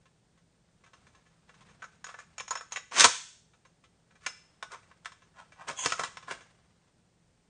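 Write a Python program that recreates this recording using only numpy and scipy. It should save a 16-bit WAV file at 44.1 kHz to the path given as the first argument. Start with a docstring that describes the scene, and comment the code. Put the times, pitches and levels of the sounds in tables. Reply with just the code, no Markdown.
"""Loading a pump-action shotgun

In a large, fairly live room a shell rattles into the open port, the fore-end is run forward and the
bolt slams shut; a second shell is thumbed past the latch into the magazine. Impacts excite the gun's
damped modes and sliding parts sound by stick-slip friction. Cloth rustles; ventilation hums faintly."""
import sys
import numpy as np
from scipy import signal
from scipy.fft import rfft, irfft
from scipy.io import wavfile
from scipy.ndimage import uniform_filter1d

SR = 44100
rng = np.random.default_rng(int(sys.argv[2]) if len(sys.argv) > 2 else 0)


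def dump(signal):
    """Clip the signal to [-1, 1] and save it as 16-bit WAV at the path in sys.argv[1]."""
    limited = np.clip(np.atleast_2d(signal).T, -1, 1)
    pcm = np.round(limited * 32767).astype(np.int16)
    wavfile.write(sys.argv[1], SR, pcm)


N = 330440
TIME = np.arange(N) / SR
BLOW_TIME = TIME[:SR // 7]
CUTOFF_HZ = 9350


def from_db(db):
    """Amplitude ratio of a level in decibels."""
    return 10 ** (np.asarray(db) / 20)


def rms_one(x):
    """Normalisation to unit rms."""
    return x / np.sqrt(np.mean(x ** 2) + 1e-20)


def attack_one(x):
    """Normalisation to unit rms over the first 8 ms."""
    return x / np.sqrt(np.mean(x[:SR // 125] ** 2) + 1e-20)


def fade(t, t60):
    """Exponential decay, 60 dB down after t60 seconds."""
    return np.exp(-np.log(1000) * t / t60)


def at_hz(points, hz):
    """Interpolation on a log-frequency axis."""
    points = np.array(points)
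    return np.interp(np.log(np.maximum(hz, 1)), np.log(points[:, 0]), points[:, 1])


def coloured(x, spectrum):
    """Spectral shaping below the cutoff, at unit rms."""
    hz = np.fft.rfftfreq(len(x), 1 / SR)
    gain = from_db(at_hz(spectrum, hz)) * (hz < CUTOFF_HZ)
    return rms_one(irfft(rfft(x) * gain, len(x)))


def noise(spectrum, size):
    """Coloured Gaussian noise of unit rms."""
    return coloured(rng.standard_normal(size), spectrum)


def band(x, edges_hz, kind, order=4):
    """Causal Butterworth filtering."""
    return signal.sosfilt(signal.butter(order, edges_hz, kind, fs=SR, output="sos"), x)


def add(out, start_s, sound):
    """Superposition of a sound from start_s onward."""
    start = round(start_s * SR)
    out[start:start + len(sound)] += sound[:N - start]


# spectrum of moving air and hiss: frequency_hz, density_db
AIR_SPECTRUM = [(15, -43.5), (25, -12.5), (85, -6), (134, -8), (168, -4.5), (290, -15), (420, -15),
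                (857, -21), (1240, -29), (1480, -25), (2360, -28.5), (9200, -29.5), (12000, -62.5),
                (20200, -120)]
# motor tones: pitch_hz, level_db
MOTOR_TONES = [(120, -79), (166, -76.5)]


def ventilation():
    """Airflow gives broadband noise, and the motor adds steady pure tones."""
    hum = sum(np.sqrt(2) * from_db(db) * np.sin(2 * np.pi * hz * TIME + rng.uniform(0, 2 * np.pi))
              for hz, db in MOTOR_TONES)
    return from_db(-70) * noise(AIR_SPECTRUM, N) + hum


# movements of the arm: centre_s, half_length_s, level_db
ARM_GESTURES = [(1.05, .25, -70.5), (1.68, .22, -67), (2.3, .35, -69), (4.6, .6, -73), (6.05, .6, -66)]


def arm_motion():
    """Amplitude envelope of the arm's movement, one Gaussian swell per gesture."""
    return sum(from_db(db) * np.exp(-((TIME - s) / half_s) ** 2) for s, half_s, db in ARM_GESTURES)


# spectrum of brushing cloth: frequency_hz, density_db
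CLOTH_SPECTRUM = [(100, -6), (500, -0.5), (1200, 0), (2500, -6), (6000, -12.5), (9000, -15.5)]


def rustle(still_db=-82, rumble_db=-1.0):
    """Cloth friction is noise modulated in uneven patches; a low handling rumble follows the arm."""
    motion = arm_motion()
    patches = rms_one(uniform_filter1d(rng.standard_normal(N), size=900))
    envelope = np.hypot(from_db(still_db), motion) * from_db(2.5 * patches)
    cloth = noise(CLOTH_SPECTRUM, N)
    rumble = rms_one(band(rng.standard_normal(N), [50, 200], "band"))
    return envelope * cloth + from_db(rumble_db) * motion * rumble


def ringing(modes, favoured_hz, focus_db, focus_width, detune):
    """Modal synthesis: the contact point favours modes near one frequency; the grip detunes them."""
    hz, db, t60 = np.transpose(modes)[:, :, None]
    near = np.exp(-(np.log(hz / favoured_hz) / focus_width) ** 2)
    strength = from_db(db + focus_db * near + 2 * rng.standard_normal(hz.shape))
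    polarity = rng.choice([-1, 1], hz.shape)
    hz = hz * (1 + detune * rng.standard_normal(hz.shape))
    partials = strength * polarity * np.sin(2 * np.pi * hz * BLOW_TIME) * fade(BLOW_TIME, t60)
    return attack_one(partials.sum(axis=0))


# the dense, short-lived modes of the whole gun: frequency_hz, density_db
GUN_SPECTRUM = [(25, -26), (90, -11), (250, -8), (370, -7.5), (520, -3), (850, -3), (1150, 2.5), (2000, -4),
                (3000, -2.5), (4300, -7), (6500, -5), (9300, -11)]
# modes of receiver, barrel and shell case: pitch_hz, level_db, t60_s
BODY_RESONANCES = [(500, -5, .045), (710.9, -7, .055), (981.3, -4, .03), (1085, -2, 0.044),
                   (1290, -1, 0.034), (1489, -2, .045), (1712.4, -4, .05), (1977.3, -7, .04),
                   (2356.9, -3.5, .03), (2670.2, -6, .04), (3110, -8, .035), (3443, -9, .03)]
# modes of the carrier, latches and small steel parts: pitch_hz, level_db, t60_s
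STEEL_RESONANCES = [(5237.4, -5, .08), (5370, -3.5, .09), (5613, -6.5, .12), (6195, 0, .08),
                    (6440, -3, 0.11), (6767, -1, .055), (6842, -2, 0.062)]


def blow(middle_db, treble_db, knock_hz, steel_hz, ring_db, crack_t60):
    """An impact gives a crack, then free vibration; middle and treble are set against the low band."""
    low_top_hz, treble_from_hz = 1800, 3900
    envelope = fade(BLOW_TIME, crack_t60) + from_db(-11) * fade(BLOW_TIME, t60=0.082)
    crack = attack_one(noise(GUN_SPECTRUM, len(BLOW_TIME)) * envelope)
    body = ringing(BODY_RESONANCES, knock_hz, focus_db=8.5, focus_width=0.12, detune=.015)
    steel = ringing(STEEL_RESONANCES, steel_hz, focus_db=11.0, focus_width=0.017, detune=.009)
    struck = crack + body
    low = attack_one(band(struck, low_top_hz, "low"))
    middle = attack_one(band(struck, [low_top_hz, treble_from_hz], "band"))
    crack_treble = attack_one(band(crack, treble_from_hz, "high"))
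    high = attack_one(crack_treble + from_db(ring_db - 4) * steel)
    return low + from_db(middle_db) * middle + from_db(treble_db) * high


# fingers touching the gun and the shells: start_s, peak_db
FINGER_TAPS = [(0.054, -54), (0.375, -54), (0.837, -47.5), (0.861, -48), (0.932, -44), (1.067, -47),
               (1.148, -46.5), (1.262, -53), (1.491, -45.5), (1.54, -50), (1.606, -47), (1.685, -52),
               (3.534, -52), (3.65, -46.5), (3.838, -47), (4.107, -52), (4.153, -51), (4.829, -50),
               (5.219, -49), (5.52, -43), (6.225, -40), (6.406, -42)]


def taps(faint_per_s=2.0, over_rustle_db=14.0, treble_db=-7.5, crest_db=5.0):
    """Soft impacts rise slowly and the loose shell rebounds; faint random ones scale with arm motion."""
    out = np.zeros(N)
    swell = 1 - fade(BLOW_TIME, t60=0.05)
    motion_db = 20 * np.log10(arm_motion() + 1e-9)
    faint_samples = rng.integers(0, N, round(faint_per_s * N / SR))
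    faint = [(TIME[i], motion_db[i] + over_rustle_db) for i in faint_samples]
    for start_s, peak_db in FINGER_TAPS + faint:
        knock_hz = rng.choice([1085, 2400])
        hit = blow(treble_db / 4, treble_db, knock_hz, steel_hz=6330, ring_db=-3.0, crack_t60=0.0177)
        for bounce in range(3):
            delay_s = bounce * rng.uniform(.006, .013)
            add(out, start_s + delay_s, from_db(peak_db - crest_db - 8 * bounce) * swell * hit)
    return out


# shell, bolt and latch striking the receiver: start_s, level_db, middle_db, treble_db, knock_hz
RECEIVER_IMPACTS = [(1.82, -45, -2, -14, 1480), (1.824, -38.5, -11, -16, 1460),
                    (1.84, -41.5, -10, -12, 1480), (2.042, -42, -5, -1, 1480), (2.066, -43, -7, -6, 1390),
                    (2.088, -42.5, -6, -15, 1340), (2.141, -40.5, -10, -18, 1740),
                    (2.187, -43, -13, -10, 1685), (2.381, -41, -2, 1.5, 2340), (2.398, -47, 9, -2, 2350),
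                    (2.403, -37.5, -7, -3.5, 980), (2.479, -46, -3, 3, 1000), (2.507, -29, -15, -6, 990),
                    (2.512, -32, -14, -12, 1035), (2.529, -34, -11, -16, 1070), (2.553, -33, -9, -7, 990),
                    (2.572, -44, -1, -3, 1340), (2.608, -38.5, -12, -11, 1260), (2.721, -39.5, -2, 3, 984),
                    (2.7595, -37.5, 5, -2, 1985), (2.77, -37.5, 1, -3, 1920), (2.92, -35, -12, -17, 1100),
                    (2.9635, -34, 2, -5, 2000), (2.996, -32, 4.5, 14, 2600), (3.0064, -26, 4.5, 11.5, 2600),
                    (3.0423, -16.5, 0, 4.5, 981), (3.049, -18, -3, 0.5, 1040), (4.2622, -44, 10, 5, 2350),
                    (4.2643, -33.5, 0, -1.5, 2350), (4.626, -35, -5, -7, 1117), (4.718, -49, -6, 1, 1110),
                    (4.743, -39.5, -18, -19, 1037), (4.912, -49, -10, -19, 1030),
                    (5.047, -54, -1, -1, 1350), (5.056, -37.5, -2.5, -6, 1358), (5.119, -51, -4, -6, 1060),
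                    (5.682, -35.5, -6, -5, 950), (5.712, -41.5, -7, -6, 978), (5.859, -24.5, -3, 0.5, 1302),
                    (5.9206, -26.5, -4, -4, 1290), (5.994, -26, -12, -9, 1175),
                    (6.009, -29, -17, -17, 1000), (6.035, -31, -5, -4.5, 1110), (6.17, -40, -3, -6, 1080),
                    (6.279, -36, -15, -22, 977), (6.309, -32, -6, -12, 1090)]


def receiver_impacts():
    """Impact excitation: each contact has its own brightness and, with the port open, the brighter ones ring
    the loose carrier more."""
    out = np.zeros(N)
    closing_s, _, shut_s, _, _ = FORE_END_STROKE
    for start_s, level_db, middle_db, treble_db, knock_hz in RECEIVER_IMPACTS:
        port_open, bolt_shut = start_s < closing_s, start_s > shut_s
        # once the action is closed, only the latches ring a little
        steel_hz = (5330 if bolt_shut else 6760) * (1 + .012 * rng.standard_normal())
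        ring_db = 9.5 + .5 * treble_db if port_open else -5.0
        hit = blow(middle_db, treble_db, knock_hz, steel_hz, ring_db, crack_t60=.013)
        # the dull plastic hull builds up force more slowly than steel on steel
        hit *= 1 - fade(BLOW_TIME, t60=.007 * from_db(-treble_db / 2))
        # only heavy blows move the whole gun and carry bass; a loose shell never does
        weight = 0 if port_open else np.interp(level_db, [-37, -25], [0, 1])
        hit = band(hit, 630 - 530 * weight, "high", order=2)
        add(out, start_s, from_db(level_db) * (hit + weight * from_db(-23.5) * thud()))
    return out


def friction(stroke, modes, favoured_hz, modes_db, slips_per_s, grain_db, lowest_hz):
    """Stick-slip: tiny slips click and ring the part. Stroke rows are time_s, level_db, treble_db."""
    times_s, level_db, treble_db = np.transpose(stroke)
    t = np.arange(times_s[0], times_s[-1], 1 / SR)
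    sizes = from_db(grain_db * np.minimum(rng.exponential(1, len(t)), 4))
    polarity = rng.choice([-1, 1], len(t))
    slips = sizes * polarity * (rng.random(len(t)) < slips_per_s / SR)
    response = ringing(modes, favoured_hz, focus_db=6.0, focus_width=.07, detune=0)
    rings = signal.fftconvolve(slips, response)[:len(t)]
    rub = coloured(slips, GUN_SPECTRUM) + from_db(modes_db) * rms_one(rings)
    low = rms_one(band(rub, [lowest_hz, 2100], "band"))
    high = rms_one(band(rub, 2100, "high"))
    bright = from_db(np.interp(t, times_s, treble_db))
    envelope = from_db(np.interp(t, times_s, level_db))
    out = np.zeros(N)
    add(out, times_s[0], envelope * (low + bright * high) / np.hypot(1, bright))
    return out


# shell or hand rubbing on the gun: seated_s, push_length_s, level_db, treble_db
SHORT_RUBS = [(2.10, .06, -49, -7), (2.2, .03, -52, -5), (2.73, .02, -46, 0), (4.255, .045, -54, -1),
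              (4.731, .028, -43, -10), (5.40, .06, -50.5, -11), (5.62, .06, -48, -16),
              (5.688, .018, -34, -7), (5.85, .025, -36, 4), (5.905, .04, -39, 11), (5.992, .025, -41, -6),
              (6.048, .04, -41, 0), (6.315, .04, -38, -6)]


def rubs(swell_db=17.0, t60_s=.15):
    """Friction swells until the part seats, then decays; firmer pressure reaches lower frequencies."""
    out = np.zeros(N)
    for seated_s, length_s, level_db, treble_db in SHORT_RUBS:
        stroke = [(seated_s - length_s, level_db - swell_db, treble_db),
                  (seated_s, level_db, treble_db),
                  (seated_s + t60_s, level_db - 60, treble_db)]
        out += friction(stroke, BODY_RESONANCES, favoured_hz=1050, modes_db=-6.5, slips_per_s=1900,
                        grain_db=3.0, lowest_hz=np.interp(level_db, [-48, -37], [600, 130]))
    return out


# thin steel parts ringing on after a hit: start_s, pitch_hz, level_db, t60_s
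STEEL_PINGS = [(2.5075, 6740, -32, .09), (2.5535, 5360, -40, .2), (2.7215, 6240, -38, .12),
               (4.264, 5220, -48, .55), (4.264, 6430, -37, .1), (4.626, 1480, -44, .22)]


def pings():
    """Beating: a thin part vibrates freely in two modes of nearly equal frequency."""
    out, t = np.zeros(N), TIME[:SR]
    for start_s, pitch_hz, level_db, t60_s in STEEL_PINGS:
        beat_hz = rng.uniform(15, 30)
        pair = np.sin(2 * np.pi * pitch_hz * t) + .5 * np.sin(2 * np.pi * (pitch_hz + beat_hz) * t)
        add(out, start_s, from_db(level_db) * pair * fade(t, t60_s))
    return out


def long_stroke(start_s, run_up_s, stop_s, level_db, treble_db, stop_t60_s=.035):
    """Friction grows louder and brighter with sliding speed, holds, then stops abruptly."""
    slow_treble_db = treble_db - 9.0
    return [(start_s, level_db - 30.0, slow_treble_db),
            (start_s + run_up_s, level_db, treble_db),
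            (stop_s, level_db, treble_db),
            (stop_s + stop_t60_s, level_db - 60, slow_treble_db)]


# forward travel of the fore-end: start_s, run_up_s, stop_s, level_db, treble_db
FORE_END_STROKE = (2.912, .083, 3.054, -21.5, 6.0)


def fore_end():
    """Sliding friction of the action bars in their tracks drives the steel modes until the bolt shuts."""
    return friction(long_stroke(*FORE_END_STROKE), STEEL_RESONANCES, favoured_hz=6940, modes_db=-7.0,
                    slips_per_s=3400, grain_db=3.5, lowest_hz=190)


def thud():
    """Rigid-body recoil of the gun against shoulder and hands gives a damped low-frequency pulse."""
    bass = band(rng.standard_normal(len(BLOW_TIME)), [45, 240], "band")
    return attack_one(bass * fade(BLOW_TIME, t60=0.072))


# travel of the second shell's rim along the latch: start_s, run_up_s, stop_s, level_db, treble_db
RIM_STROKE = (5.745, .042, 5.865, -37, 10.0)
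# modes of the brass rim on the latch: pitch_hz, level_db, t60_s
RIM_RESONANCES = [(1050, 8.5, .03), (3380, 1.5, .025), (6310, 3.5, .02), (6760, 3, .035)]


def rim_scrape():
    """Stick-slip of the brass rim over the latch excites a few strongly damped modes."""
    return friction(long_stroke(*RIM_STROKE), RIM_RESONANCES, favoured_hz=7500, modes_db=3.0,
                    slips_per_s=3000, grain_db=-1.0, lowest_hz=550)


# reverberation time of the room: frequency_hz, t60_s
TAIL_DECAY = [(100, 0.0041), (500, 0.2459), (1400, 0.4295), (4000, 0.5647), (9000, 0.5444)]
# spectrum of the reverberant tail: frequency_hz, level_db
TAIL_SPECTRUM = [(100, -5.5), (500, -0.5), (1200, -3), (3000, -3), (6000, -1), (9000, -1.5)]


def room(x, early_db, late_db, early_t60, first_echo_s):
    """Reverberation: early reflections from shooter and floor, then a diffuse tail decaying by band."""
    t = TIME[:SR]
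    edges = np.geomspace(60, CUTOFF_HZ, num=9)
    tail = np.zeros(SR)
    for low, high in zip(edges, edges[1:]):
        centre_hz = np.sqrt(low * high)
        diffuse = band(rng.standard_normal(SR), [low, high], "band")
        tail += diffuse * from_db(at_hz(TAIL_SPECTRUM, centre_hz)) * fade(t, at_hz(TAIL_DECAY, centre_hz))
    tail *= 1 - fade(t, t60=0.027)
    early = band(rng.standard_normal(SR), CUTOFF_HZ, "low") * fade(t, early_t60) * (t > first_echo_s)
    response = from_db(early_db) * early / np.linalg.norm(early)
    response += from_db(late_db) * tail / np.linalg.norm(tail)
    return signal.fftconvolve(x, response)[:N]


def scene():
    """Superposition of the gun's direct sound, its reverberation and the background, in mono."""
    gun = receiver_impacts() + taps() + rubs() + fore_end() + rim_scrape()
    echoes = room(gun, early_db=-13.0, late_db=-15.5, early_t60=.12, first_echo_s=0.0054)
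    return (gun + pings() + echoes + rustle() + ventilation())[None]


def record(dry):
    """Soft saturation rounds the loudest peaks, and a steep low-pass filter limits the bandwidth."""
    rounded = 1.2 * np.tanh(dry / 1.2)
    return signal.sosfilt(signal.ellip(12, .1, 90, CUTOFF_HZ, fs=SR, output="sos"), rounded)


dry = scene()
out = record(dry)
dump(out)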